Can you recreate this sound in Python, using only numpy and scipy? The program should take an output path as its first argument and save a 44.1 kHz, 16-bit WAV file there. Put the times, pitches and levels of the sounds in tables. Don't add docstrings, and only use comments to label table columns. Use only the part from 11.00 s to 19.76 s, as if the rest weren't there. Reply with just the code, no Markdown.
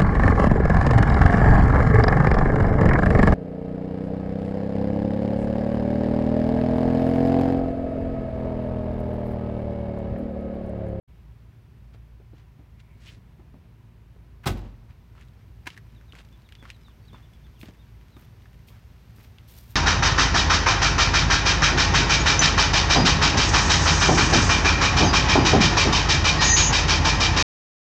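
import sys
import numpy as np
from scipy import signal
from scipy.fft import rfft, irfft
from scipy.io import wavfile

SR = 44100
rng = np.random.default_rng(int(sys.argv[2]) if len(sys.argv) > 2 else 0)


def bounce(signal):
    frames = np.transpose(np.atleast_2d(signal))
    limited = np.clip(frames, -1, 1)
    pcm = np.round(limited * 32767).astype(np.int16)
    wavfile.write(sys.argv[1], SR, pcm)


N = 386139
T = np.arange(N) / SR
AGE = T[:SR]


def door():
    # (time [s], ring [dB], clatter [dB], clatter t60 [s])
    blows = [(3.434, -44, -49, .05), (3.4568, -19, -29.5, 0.22), (3.4641, 0, -24, 0.033),
             (3.4688, -15.5, -20, 0.09), (3.478, -22, -30, 0.067), (3.49, -16, -43, 0.06),
             (3.502, -33, -34, 0.081), (3.55, -33, -55, 0.16), (3.571, -25, -48, 0.16)]
    # (frequency [Hz], level [dB], t60 [s])
    modes = [(46.7, -24, 0.84), (65, -31.5, 0.56), (90.7, -22, 0.62), (111, -26.5, 0.6),
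             (132.4, -10.5, 0.099), (156, -23, 0.16), (190, -26, 0.16), (226.7, -30, 0.31),
             (325.5, -29.5, 0.26), (351, -30, 0.29), (379, -25, 0.18), (447, -37, 0.15), (534, -26, 0.082),
             (704, -46, 0.11), (710, -33.5, 0.2), (819, -25, 0.1), (878, -34, 0.084), (950, -31, 0.078),
             (1056, -27.5, 0.08), (1247, -37, .09), (1282, -30, 0.11), (1504, -35.5, 0.16),
             (1995, -35.5, 0.14), (2150, -43, 0.088), (2780, -40, 0.14), (3550, -41, 0.061),
             (3960, -33, 0.059), (5130, -36, 0.049)]
    # (frequency [Hz], level [dB])
    clatter_spectrum = [(100, -15.5), (300, 7.5), (480, -7.5), (850, 1.5), (1300, -7), (1800, -7.5),
                        (3900, -10), (5200, -15), (7500, -19), (10500, -23.5), (13500, -21), (16000, -29)]
    # (time [s], level [dB], t60 [s])
    returns = [(3.486, -34, 0.66), (3.546, -38.5, 0.32), (3.635, -42, 0.28)]
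    # (frequency [Hz], level [dB])
    echo_spectrum = [(60, 4), (200, 13.5), (450, 0.5), (800, -2.5), (1400, -12), (2800, -16), (4500, -21.5),
                     (8000, -35), (15000, -61)]
    panel = ring(modes, rise_cycles=0.77)
    body = place((s, amp(db) * panel) for s, db, _, _ in blows)
    clatter = place((s, amp(db) * fade(t60, rise=0.0016) * noise(clatter_spectrum, SR))
                    for s, _, db, t60 in blows)
    echo = place((s, amp(db) * fade(t60, rise=0.0073) * noise(echo_spectrum, SR))
                 for s, db, t60 in returns)
    return body + (clatter + echo) * amp(1.5 * drift(350))


def walking():
    # (time [s], heel-to-sole lag [s], heel thud [dB], sole thud [dB], thud pitch [Hz],
    # heel scrape [dB], sole scrape [dB], heel scrape centre [Hz])
    footfalls = [(4.152, .066, -53, -56, 327, -59, -59, 1210), (4.658, 0.07, -63, -49, 300, -51, -56, 1665),
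                 (5.133, 0.063, -47, -48, 314, -53.5, -53.5, 1340),
                 (5.626, 0.066, -43.5, -56, 300, -52.5, -56, 1300),
                 (6.131, .068, -37.5, -60, 145, -54.5, -59.5, 1000),
                 (6.632, .054, -33.5, -34.5, 222, -58.5, -57.5, 1570),
                 (7.166, 0.062, -42, -55, 269, -62, -61, 1220),
                 (7.703, 0.063, -42, -43, 120, -60.5, -63, 1110),
                 (8.184, 0.067, -47, -53, 280, -59.5, -63, 1510)]
    # (time [s], level [dB])
    heel_contacts = [(4.661, -21), (4.668, -6), (4.6718, 0), (4.6747, -2), (4.6794, -13)]
    # (time [s], level [dB], pitch [Hz], crack against note [dB])
    grit = [(4.18, -45, 1430, -26), (4.211, -46, 1880, -5.5), (4.7026, -34.5, 2800, -19),
            (4.767, -44, 1950, -12), (4.7757, -34.5, 1710, -10), (5.012, -46, 1630, -14),
            (5.123, -35, 3000, -22), (5.152, -37, 2030, -8), (5.1915, -41, 3140, -15),
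            (5.489, -43.5, 2260, -9), (5.523, -36.5, 2390, -13), (5.552, -38.5, 2700, -32),
            (5.653, -36.5, 1350, -24), (5.7018, -29, 2670, -12), (5.883, -42.5, 1180, -15),
            (6.145, -38.5, 980, -31), (6.613, -37, 2900, -9), (6.630, -37.5, 2140, -14),
            (6.657, -43, 3700, -16), (7.012, -48.5, 2220, -21), (7.167, -45.5, 1370, -13),
            (7.456, -45, 1630, -19), (7.685, -42, 3060, -17), (8.384, -39, 2740, -30)]
    steps = place(part for step in footfalls for part in footfall(*step))
    heel = place((s, amp(db) * heel_clack()) for s, db in heel_contacts)
    stones = place((s, amp(db) * snap(hz, crack_db)) for s, db, hz, crack_db in grit)
    first, last = footfalls[0][0], footfalls[-1][0]
    stray_grains = place(crunch(first, last - first, db=-49.5, count=40))
    return steps + heel + stones + stray_grains


def footfall(s, sole_lag, heel_db, sole_db, thud_hz, heel_scrape_db, sole_scrape_db, scrape_hz):
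    yield s, amp(heel_scrape_db + 10) * snap(scrape_hz, crack_db=-11.5)
    yield s, amp(heel_db) * thud(thud_hz, t60=0.034)
    yield s + sole_lag, amp(sole_db) * thud(thud_hz, t60=0.028)
    # (lag [s], half length [s], level [dB], centre [Hz])
    rubs = [(0.025, 0.012, heel_scrape_db, scrape_hz),
            (sole_lag, 0.018, sole_scrape_db, 1.2 * scrape_hz),
            (0.25, 0.035, -70.5, 1500)]
    for lag, half, db, hz in rubs:
        yield s + lag - 3 * half, amp(db) * scuff(half, hz, q=0.52, grain_db=7.5, hiss_db=-34)
    yield from crunch(s, length=0.14, db=sole_scrape_db + 6.5, count=8)


def heel_clack():
    # (frequency [Hz], level [dB], t60 [s])
    peaks = [(265, -45, 0.038), (342, -34, 0.028), (962, -29, 0.04), (1670, -25.5, 0.017),
             (2180, -27.5, .022), (3000, -44, 0.023), (4460, -51, .012)]
    hollow = ring(peaks, rise_cycles=0.08)
    rasp = knock(2130, q=0.78, t60=0.014, tail_db=-28, tail_t60=0.25)
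    crack = knock(8000, q=0.4, t60=0.013, tail_db=-18, tail_t60=0.12)
    return amp(-3) * hollow + amp(-24.5) * rasp + amp(-39) * crack


def crunch(start, length, db, count):
    centre_hz, range_octaves, range_db = 2420, 1.3, 7
    for when, size, pitch in rng.random((count, 3)):
        hz = centre_hz * 2 ** (range_octaves * (pitch - 0.5))
        yield start + when * length, amp(db + range_db * (size - 1.5)) * snap(hz, crack_db=-5)


def snap(hz, crack_db):
    note = knock(hz, q=1.5, t60=0.0068, tail_db=-15, tail_t60=0.068)
    crack = knock(4600, q=0.53, t60=0.0094, tail_db=-8, tail_t60=0.046)
    return note + amp(crack_db) * crack


def climbing_out():
    # (time [s], level [dB], pitch [Hz])
    bumps = [(0.946, -46, 455), (1.20, -47, 400), (1.332, -42.5, 293), (1.591, -45, 257), (1.612, -53, 330),
             (2.12, -37, 105), (2.17, -37.5, 89), (2.395, -44, 320), (2.540, -42, 259), (3.162, -48.5, 434)]
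    # (peak time [s], half length [s],
    # level [dB], centre [Hz], Q)
    rubs = [(.946, 0.009, -61.5, 1890, 0.54), (1.383, 0.031, -64.5, 1380, 0.45),
            (1.803, 0.0062, -59, 2380, 0.66), (1.904, .1, -70, 2200, 3.7), (2.081, .05, -56.5, 2250, 0.46),
            (2.084, 0.016, -50, 2710, 1.45), (3.445, 0.0052, -46.5, 1510, .9),
            (3.908, 0.015, -62.5, 1400, 0.55)]
    thuds = place((s, amp(db) * thud(hz, t60=0.039)) for s, db, hz in bumps)
    scuffs = place((s - 3 * half, amp(db) * scuff(half, hz, q, grain_db=5.5, hiss_db=-26.5))
                   for s, half, db, hz, q in rubs)
    return thuds + scuffs


def thud(hz, t60):
    rumble = knock(hz, q=0.68, t60=0.08, tail_db=-13, tail_t60=0.29)
    return ring([(hz, 0, t60)], rise_cycles=0.03) + amp(-4.5) * rumble


def knock(hz, q, t60, tail_db, tail_t60):
    envelope = fade(t60, rise=0.0001) + amp(tail_db) * fade(tail_t60, rise=0.0015)
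    contact = rng.standard_normal(SR) * envelope
    sound = resonate(resonate(contact, hz, q), hz, q)
    return sound / np.abs(sound).max()


def scuff(half, hz, q, grain_db, hiss_db):
    t = np.arange(int(6 * half * SR)) / SR - 3 * half
    slips = rng.standard_normal(len(t))
    slips *= amp(grain_db * np.minimum(rng.exponential(size=len(t)), 5))
    rasp = resonate(resonate(slips, hz, q), hz, q) + amp(hiss_db) * slips
    return unit(rasp) * np.exp(-(t / half) ** 2 / 2)


def grass():
    # (time [s], length [s], level [dB])
    strokes = [(6.589, 0.062, -62), (7.164, 0.073, -65.5), (7.671, 0.0075, -53.5), (7.713, 0.045, -67),
               (8.15, .12, -60.5), (8.474, 0.25, -52.5)]
    # (frequency [Hz], level [dB])
    spectrum = [(400, 4.5), (1500, -3), (3500, 4.5), (6000, 2), (8000, -2), (9200, 1.5), (10500, -3),
                (13000, 7), (16000, 0)]
    swishes = []
    for s, length, db in strokes:
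        release = np.exp(-np.maximum(AGE - length, 0) / 0.022)
        swishes.append((s, amp(db) * fade(t60=1.5, rise=0.009) * release * noise(spectrum, SR)))
    crackle = amp(2.7 * drift(250) + 2.1 * drift(35))
    return place(swishes) * crackle


def bird():
    # (time [s], syllable, length [s], relative level [dB], middle pitch [Hz])
    notes = [(4.956, "slur", .034, -62.5, 3620), (5.078, "slur", .034, -60.5, 3720),
             (5.312, "arch", 0.048, -58, 3500), (5.442, "hook", .034, -62, 3850),
             (5.578, "arch", 0.053, -55, 3490), (5.722, "slur", 0.046, -59, 3970),
             (5.805, "arch", .034, -67, 5130), (5.842, "slur", 0.044, -55.5, 3720),
             (5.887, "dive", .036, -61, 3250), (6.016, "arch", 0.061, -67, 4590),
             (6.07, "dive", .042, -57, 3700), (6.117, "arch", .055, -54.5, 3570),
             (6.218, "hook", .05, -62, 3490), (6.326, "arch", .042, -63, 3430),
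             (6.435, "hook", 0.04, -58, 3550), (6.549, "dive", .045, -61, 3200),
             (6.785, "hook", 0.055, -63, 3670), (7.113, "slur", 0.068, -60.5, 3830)]
    bends = {"arch": (.93, 0.9), "hook": (.90, 0.74), "slur": (1.11, .93), "dive": (1.17, 0.82)}
    song = place((s, amp(db) * whistle(length, hz, *bends[kind])) for s, kind, length, db, hz in notes)
    song *= amp(3 * drift(180))
    trees = rng.standard_normal(SR) * fade(t60=0.12, rise=0.003)
    scattered = signal.fftconvolve(song, trees / np.linalg.norm(trees))[:N]
    return amp(-4) * song + amp(-12.5) * scattered


def whistle(length, middle_hz, start, end):
    progress = np.linspace(0, 1, int(length * SR))
    parabola = np.polyfit([0, 0.5, 1], [start, 1, end], 2)
    hz = middle_hz * np.polyval(parabola, progress)
    return np.sin(2 * np.pi * np.cumsum(hz) / SR) * signal.windows.tukey(len(hz), 0.45)


def idling_engine():
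    # (multiple of the firing rate, relative level [dB])
    partials = [(1, -52.5), (2, -55.5), (2.5, -64.5), (3, -67.5), (4, -69.5), (7, -80)]
    firing_hz, waver_db = 56.33, 3.14
    firings = np.cumsum(firing_hz * (1 + 0.005 * drift(3))) / SR
    hum = np.zeros(N)
    for multiple, db in partials:
        rms = amp(db + waver_db * drift(7))
        hum += np.sqrt(2) * rms * np.sin(2 * np.pi * (multiple * firings + rng.random()))
    return hum


def traffic():
    # (frequency [Hz], level [dB])
    spectrum = [(20, -45), (35, -5), (48, -2.5), (70, 3.5), (105, 1.5), (150, -4), (200, -10), (280, -16.5),
                (380, -18), (500, -24.5), (750, -27), (1000, -29.5), (2400, -32), (6000, -49.5)]
    rumble = amp(-50 + 0.57 * drift(4.1)) * noise(spectrum, N)
    narrow_band = amp(-75 + 1.4 * drift(1.94)) * unit(resonate(noise(spectrum, N), hz=983, q=12.5))
    return rumble + narrow_band


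def breeze():
    # (frequency [Hz], level [dB])
    spectrum = [(500, 4), (2000, -0.5), (4200, -5), (6000, -7.5), (7700, -16), (9200, -13), (10400, -22.5),
                (12000, -9), (13500, -12.5), (16000, -17.5)]
    # (time [s], relative level [dB])
    strength = [(0, -71), (3, -72), (5.5, -65), (7.3, -64.5), (8.76, -61.5)]
    level_db = np.interp(T, *np.transpose(strength)) + 0.23 * drift(4)
    return amp(level_db) * noise(spectrum, N)


def amp(db):
    return 10 ** (np.asarray(db) / 20)


def unit(x):
    return x / np.sqrt(np.mean(x ** 2))


def noise(spectrum, size):
    hz, db = np.transpose(spectrum)
    bin_hz = np.fft.rfftfreq(size, 1 / SR)
    gain = amp(np.interp(np.log(bin_hz + 1), np.log(hz), db))
    return unit(irfft(rfft(rng.standard_normal(size)) * gain, size))


def resonate(x, hz, q):
    return signal.lfilter(*signal.iirpeak(hz, q, fs=SR), x)


def fade(t60, rise):
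    return (1 - np.exp(-AGE / rise)) * np.exp(-np.log(1000) * AGE / t60)


def ring(tones, rise_cycles):
    return sum(amp(db) * fade(t60, rise_cycles / hz) * np.sin(2 * np.pi * hz * AGE)
               for hz, db, t60 in tones)


def drift(rate):
    knots = rng.standard_normal(int(N / SR * rate) + 2)
    return np.interp(T * rate, np.arange(len(knots)), knots)


def place(sounds):
    out = np.zeros(N + 2 * SR)
    for s, sound in sounds:
        start = max(int(s * SR), 0)
        out[start:start + len(sound)] += sound
    return out[:N]


def scene():
    slam = door()
    background = amp(-1) * (idling_engine() + traffic() + breeze()) + bird()
    return (slam + background + climbing_out() + grass() + walking())[None]


def record(dry):
    opened = dry * np.interp(T, [0.075, 0.088], [amp(-55.5), 1])
    low_cut = signal.butter(4, 32, "high", fs=SR, output="sos")
    high_cut = signal.ellip(10, 0.2, 70, 15800, fs=SR, output="sos")
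    return signal.sosfilt(high_cut, signal.sosfilt(low_cut, opened))


dry = scene()
out = record(dry)
bounce(out)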